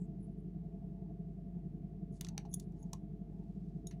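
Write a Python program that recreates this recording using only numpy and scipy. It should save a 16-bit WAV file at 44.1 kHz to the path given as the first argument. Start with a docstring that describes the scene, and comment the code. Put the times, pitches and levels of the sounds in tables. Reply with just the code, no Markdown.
"""Steel instruments are worked close by in a small, quiet treatment room. From the start a machine, probably a
compressor, hums and throbs over air noise and a faint whirr; the ring of an earlier clink fades out and sliding
steel squeaks faintly. From 2.1 to 3 s come dry snips and taps, steel clinks and squeaks, and glove and gauze
rustle. A softer rustle lingers; near 3.9 s a second, loosely held instrument clinks amid a few light taps."""
import sys
import numpy as np
from scipy import signal
from scipy.fft import rfft, irfft, next_fast_len
from scipy.io import wavfile
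from scipy.ndimage import uniform_filter1d

SR = 44100
rng = np.random.default_rng(int(sys.argv[2]) if len(sys.argv) > 2 else 0)


def unload_wav(signal):
    """Save mono or channel-first audio to the path in sys.argv[1] as 16-bit WAV at rate SR, clipped to [-1, 1]."""
    wavfile.write(
        sys.argv[1],
        SR,
        np.round(np.clip(np.atleast_2d(signal).T, -1, 1) * 32767).astype(np.int16),
    )


N = 176400

# modes of the working instrument: pitch_hz, gain_db, t60_s
STEEL_MODES = [(3400, -23, .06), (3580, -16, .03), (6090, -8, .025), (6350, -7, .025), (6630, -1, .035),
               (6900, -9, .02), (7370, -15, .04), (7600, -15, .03), (9750, 1, .028), (9800, -22, .27),
               (10080, -4, .025), (10400, -10, .03), (10610, -10, .03), (12600, -18, .02),
               (13250, -11, .025), (13550, -11, .025), (14680, -17, .025), (15000, -18, .02)]


def snips_and_taps():
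    """Each snip or light tap of steel is a short crack over a duller thud."""
    # start_s, level_db, decay_s, crack_hz, crack_width_oct, thud_gain_db, thud_hz, thud_width_oct
    contacts = [(2.2101, -34, 0.00092, 8600, 1.25, -27, 1060, 0.31),
                (2.2173, -51.5, 0.0013, 7000, 3, -8, 1030, .28),
                (2.2470, -42.5, 0.0016, 5160, 0.74, -16, 1000, 0.26),
                (2.2675, -51, 0.0018, 4100, 1.5, -13, 1120, 0.16),
                (2.286, -45, 0.0026, 5200, 0.86, -19, 1040, 0.58),
                (2.3784, -32, 0.00126, 4350, 1.14, -10, 790, 0.076),
                (2.451, -69, 0.012, 3930, 1.1, 15, 773, 0.053),
                (2.5386, -45, 0.003, 7300, 0.53, -19, 780, 0.2),
                (2.598, -47, 0.0022, 7400, 0.76, -24, 900, 0.6),
                (2.7220, -71, 0.0008, 8800, 0.66, -13, 890, .28),
                (2.9315, -41.5, 0.002, 6200, 0.85, -2.5, 790, 0.17),
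                (2.9334, -43.5, 0.0012, 6180, 0.88, -3, 1090, 0.076),
                (3.8704, -53, 0.0019, 10000, 0.32, -41, 900, 0.33),
                (3.9105, -57, 0.002, 7000, .7, -20, 1010, 0.25),
                (3.9098, -62, 0.013, 2790, 1, -11, 990, 0.21)]
    # broad resonances of the closed blades: freq_hz, gain_db
    blade_response = [(1000, -8), (1450, 1), (1900, 8.5), (2300, 3.5), (2600, 4), (3000, 6), (3350, -8.5),
                      (3900, 6), (5200, -0.5), (6000, 9), (7200, -3.5), (9300, -3), (11000, -1),
                      (12500, -2.5), (14500, -4), (16000, -9.5)]
    attack_s, thud_decay_s = .0008, .004
    out, t = np.zeros(N), np.arange(SR // 10) / SR
    rise = 1 - np.exp(-t / attack_s)
    for start_s, level_db, decay_s, crack_hz, crack_oct, thud_db, thud_hz, thud_oct in contacts:
        crack = colour(hiss(crack_hz, crack_oct, len(t)), blade_response) * np.exp(-t / decay_s)
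        thud = hiss(thud_hz, thud_oct, len(t)) * np.exp(-t / thud_decay_s)
        contact = level(crack * rise, 0) + level(thud * rise, thud_db)
        add(out, start_s, undb(level_db) * contact * np.sqrt(decay_s / 2 / t[-1]))
    return out


def clinks(hits, modes):
    """Steel meets steel; its modes ring, roughened by chatter and quickly damped by the grip."""
    attack_s, grip_s, free_share, chatter_depth = .0009, .003, .27, .55
    out, t = np.zeros(N), np.arange(SR // 4) / SR
    envelope = (free_share + (1 - free_share) * np.exp(-t / grip_s)) * (1 - np.exp(-t / attack_s))
    mode_hz, mode_db, _ = np.array(modes).T[:, :, None]
    for start_s, level_db, tilt_db_per_oct in hits:
        tilt = undb(tilt_db_per_oct * np.log2(mode_hz / mode_hz.mean()))
        chatter = 1.5 + chatter_depth * flutter((len(mode_hz), len(t)), span_samples=80)
        ringing = (tilt * chatter * ring(modes, t)).sum(axis=0)
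        modes_rms = np.sqrt(np.sum((tilt * undb(mode_db)) ** 2) / 2)
        add(out, start_s, undb(level_db) * envelope * ringing / modes_rms)
    return out


def ring(modes, t):
    """One fading sine per steel mode, slightly detuned by each new grip."""
    hz, db, t60_s = np.array(modes).T[:, :, None]
    hz = hz * (1 + .002 * rng.standard_normal(hz.shape))
    return undb(db) * np.sin(2 * np.pi * (hz * t + rng.random(hz.shape))) * fade(t, t60_s)


def instrument_clinks():
    """The working instrument is struck repeatedly, a loosely held one once."""
    # both: start_s, level_db, tilt_db_per_oct
    working_hits = [(2.2102, -46.5, -17), (2.2475, -54, -25), (2.5275, -58, 3), (2.5310, -54, -8),
                    (2.5392, -39.5, -5), (2.5415, -33, 3), (2.5995, -62, -11), (2.8275, -62, -1),
                    (2.9320, -49.5, -9)]
    loose_hits = [(3.8702, -42, 1.5)]
    # modes of the loose instrument: pitch_hz, gain_db, t60_s
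    loose_modes = [(3784, -8, .11), (5330, -13, .015), (5529, -8, .06), (6643, -1, .05), (6761, -5, .045),
                   (9765, -14, .18), (10140, 1, .014), (12890, -19, .05), (14790, -17, .028)]
    return clinks(working_hits, STEEL_MODES) + clinks(loose_hits, loose_modes)


def squeaks():
    """Sliding steel catches and slips at random; the uneven contacts scratch and ring its modes."""
    # start_s, length_s, level_db, centre_hz, width_oct; the first row is the fading ring of a clink struck just
    # before the start
    slides = [(-.05, 0.12, -78, 7960, 0.11), (0.194, 0.083, -78.5, 9950, 0.067),
              (0.31, 0.025, -91.5, 9900, .03), (0.37, .05, -89.5, 9800, 0.035),
              (2.109, 0.079, -80, 8600, 0.95), (2.488, 0.055, -74, 10300, .06),
              (2.505, 0.035, -74.5, 6300, .2), (2.552, .06, -78.5, 9750, 0.6),
              (2.781, 0.066, -81.5, 10150, 0.027), (2.784, 0.034, -83, 6600, 0.095),
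              (2.814, 0.03, -70, 6540, .1)]
    slips_per_s, spread_db, scratch_db = 700, 5, -7
    out, t = np.zeros(N), np.arange(SR // 4) / SR
    for start_s, length_s, level_db, centre_hz, width_oct in slides:
        swell = np.hanning(int(length_s * SR))[:len(t)] ** .5
        slips = (rng.random(len(t)) < slips_per_s / SR) * rng.choice([-1, 1], len(t))
        contacts = slips * undb(spread_db * rng.standard_normal(len(t)))
        ringing = signal.fftconvolve(contacts, ring(STEEL_MODES, t).sum(axis=0))[:len(t)]
        scrape = level(ringing, 0) + level(contacts, scratch_db)
        squeak = shape(scrape, lambda f: bell(f, centre_hz, width_oct) * rolloff(f))
        add(out, start_s, swell * level(squeak[:len(swell)], level_db))
    return out


def rustles():
    """Glove and gauze rub in swells of grainy noise."""
    # start_s, length_s, level_db, centre_hz
    rubs = [(2.11, 0.12, -77, 6400), (2.202, 0.1, -71, 5830), (2.581, 0.078, -77.5, 5700),
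            (2.62, 0.41, -89, 5000), (3.095, 1, -90.5, 4544)]
    width_oct, grain_db = 1, 3
    out, size = np.zeros(N), 2 * SR
    for start_s, length_s, level_db, centre_hz in rubs:
        swell = np.hanning(int(length_s * SR))[:size]
        grain = undb(grain_db * flutter(size, span_samples=128))
        rustle = shape(grain * hiss(centre_hz, width_oct, size), rolloff)
        add(out, start_s, swell * level(rustle, level_db)[:len(swell)])
    return out


def machine():
    """Strokes swell with a slower beat and shake the housing, one booming panel and loose parts."""
    # freq_hz, gain_db
    housing_response = [(25, -29), (39, -9.5), (60, -32.5), (85, -10.5), (105, -15.5), (130, -16),
                        (155, 3.5), (195, -2.5), (220, -18.5), (270, -27.5), (315, -22.5), (420, -28.5),
                        (520, -48), (680, -33.5), (800, -64.5), (1500, -89.5)]
    # buzzing resonances: pitch_hz, width_hz, gain_db
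    loose_parts = [(227, 4.5, 0.5), (309.9, 7.3, 10), (358.7, 21, 2), (426.3, 21, 4), (584, 8.7, -11.5),
                   (674.3, 8, 3), (697.4, 23, -6), (854, 7.7, -23.5)]
    stroke_hz, throb_hz, throb_peak_s = 49.7, 10.93, .2005
    sharpness, force_floor, spread_db = 2.8, .12, .5
    panel_hz, panel_width_hz, panel_db = 177, 2.5, 10
    t = np.arange(N) / SR - throb_peak_s
    stroke_s = np.arange(np.ceil(t[0] * stroke_hz), t[-1] * stroke_hz) / stroke_hz
    force = force_floor + np.exp(sharpness * (np.cos(2 * np.pi * throb_hz * stroke_s) - 1))
    unevenness = undb(spread_db * rng.standard_normal(len(stroke_s)))
    strokes = np.zeros(N)
    strokes[((stroke_s - t[0]) * SR).astype(int)] = force * unevenness
    housing = colour(strokes, housing_response)
    hum = shape(housing, lambda f: 1 + (undb(panel_db) - 1) / (1 + ((f - panel_hz) / panel_width_hz) ** 2))
    shaft = np.sin(2 * np.pi * stroke_hz * t)
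    buzz = rng.standard_normal(N) * (1 + shaft) ** 2 * np.sqrt(np.interp(t, stroke_s, force))
    rattle = shape(buzz, lambda f: sum(undb(db) / (1 + 2 * ((f - hz) / width_hz) ** 2)
                                       for hz, width_hz, db in loose_parts))
    return level(hum, db=-48) + level(shaft, db=-54) + level(rattle, db=-61.5)


def whirr():
    """A faint, narrow band of noise above the hum swells and fades."""
    # time_s, level_db
    swells = [(0, -82.5), (.45, -91), (.75, -81.5), (.92, -83), (1.07, -78), (1.149, -95), (1.451, -95),
              (1.579, -81), (1.7, -94), (2.15, -92.5), (2.35, -70.5), (2.62, -91.5), (2.83, -73.5),
              (3.2, -93), (3.419, -73), (3.578, -96.5), (3.75, -92), (4, -84.5)]
    time_s, level_db = np.array(swells).T
    envelope = undb(np.interp(np.arange(N) / SR, time_s, level_db))
    return hiss(centre_hz=844, width_oct=.12, size=N) * envelope


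def air():
    """Steady, mostly low air noise of the room."""
    # freq_hz, gain_db
    spectrum = [(22, -40.5), (45, -21), (66, -3.5), (95, -5), (125, -0.5), (175, 9), (240, -6),
                (420, -13.5), (520, -33), (700, -21), (860, -40), (960, -42.5), (1090, -40), (1350, -45.5),
                (2000, -46), (4000, -53.5), (8000, -59), (16000, -60.5)]
    return level(colour(rng.standard_normal(N), spectrum), db=-49)


def room(x):
    """Adds a bright scatter from nearby things and a soft tail from the walls."""
    # freq_hz, gain_db
    wall_response = [(300, -37.5), (900, 13), (1500, 17), (2200, 15), (5000, 2), (10000, -8),
                     (16000, -35.5)]
    gap_s = .0018
    t = np.arange(SR // 2) / SR
    tail = colour(rng.standard_normal(len(t)), wall_response) * fade(t, t60_s=.12)
    scatter = rng.standard_normal(len(t)) * fade(t, t60_s=.11)
    response = (level(tail, db=-15) + level(scatter, db=-17.5)) * (t > gap_s) / np.sqrt(len(t))
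    return x + signal.fftconvolve(x, response)[:N]


def undb(db):
    """Decibels to gain."""
    return 10 ** (np.asarray(db) / 20)


def level(x, db):
    """Scale to an rms level."""
    return x * undb(db) / np.sqrt(np.mean(x ** 2) + 1e-30)


def fade(t, t60_s):
    """Exponential decay, 60 dB down at t60_s."""
    return np.exp(-np.log(1000) * t / t60_s)


def shape(x, gain):
    """Filter by a gain given as a function of frequency."""
    size = next_fast_len(2 * len(x))
    freq_hz = np.maximum(np.arange(size // 2 + 1) * SR / size, 1)
    return irfft(rfft(x, size) * gain(freq_hz), size)[:len(x)]


def colour(x, points):
    """Filter by freq_hz, gain_db points."""
    hz, db = np.array(points).T
    return shape(x, lambda f: undb(np.interp(np.log(f), np.log(hz), db)))


def bell(f, centre_hz, width_oct):
    """Gain of a bell-shaped band."""
    return (1 + (np.log2(f / centre_hz) / width_oct) ** 2 / 2) ** -2


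def rolloff(f, top_hz=11300):
    """Low-pass gain for the friction sounds."""
    return 1 / (1 + (f / top_hz) ** 20)


def hiss(centre_hz, width_oct, size):
    """Noise of rms 1 in a bell-shaped band."""
    return level(shape(rng.standard_normal(size), lambda f: bell(f, centre_hz, width_oct)), 0)


def flutter(size, span_samples):
    """Smoothed noise of rms 1."""
    return level(uniform_filter1d(rng.standard_normal(size), span_samples), 0)


def add(out, start_s, x):
    """Mix x into out at start_s."""
    i = int(round(start_s * SR))
    x, i = x[max(-i, 0):], max(i, 0)
    out[i:i + len(x)] += x[:max(len(out) - i, 0)]


def scene():
    """Instruments in the room, over air, machine hum and whirr; mono."""
    background = air() + machine() + whirr()
    handling = snips_and_taps() + instrument_clinks() + squeaks() + rustles()
    return (background + room(handling))[None]


def record(dry):
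    """A steep low-pass cuts the top treble."""
    top_hz = 16100
    return signal.sosfilt(signal.ellip(8, .2, 70, top_hz, fs=SR, output="sos"), dry)


dry = scene()
out = record(dry)
unload_wav(out)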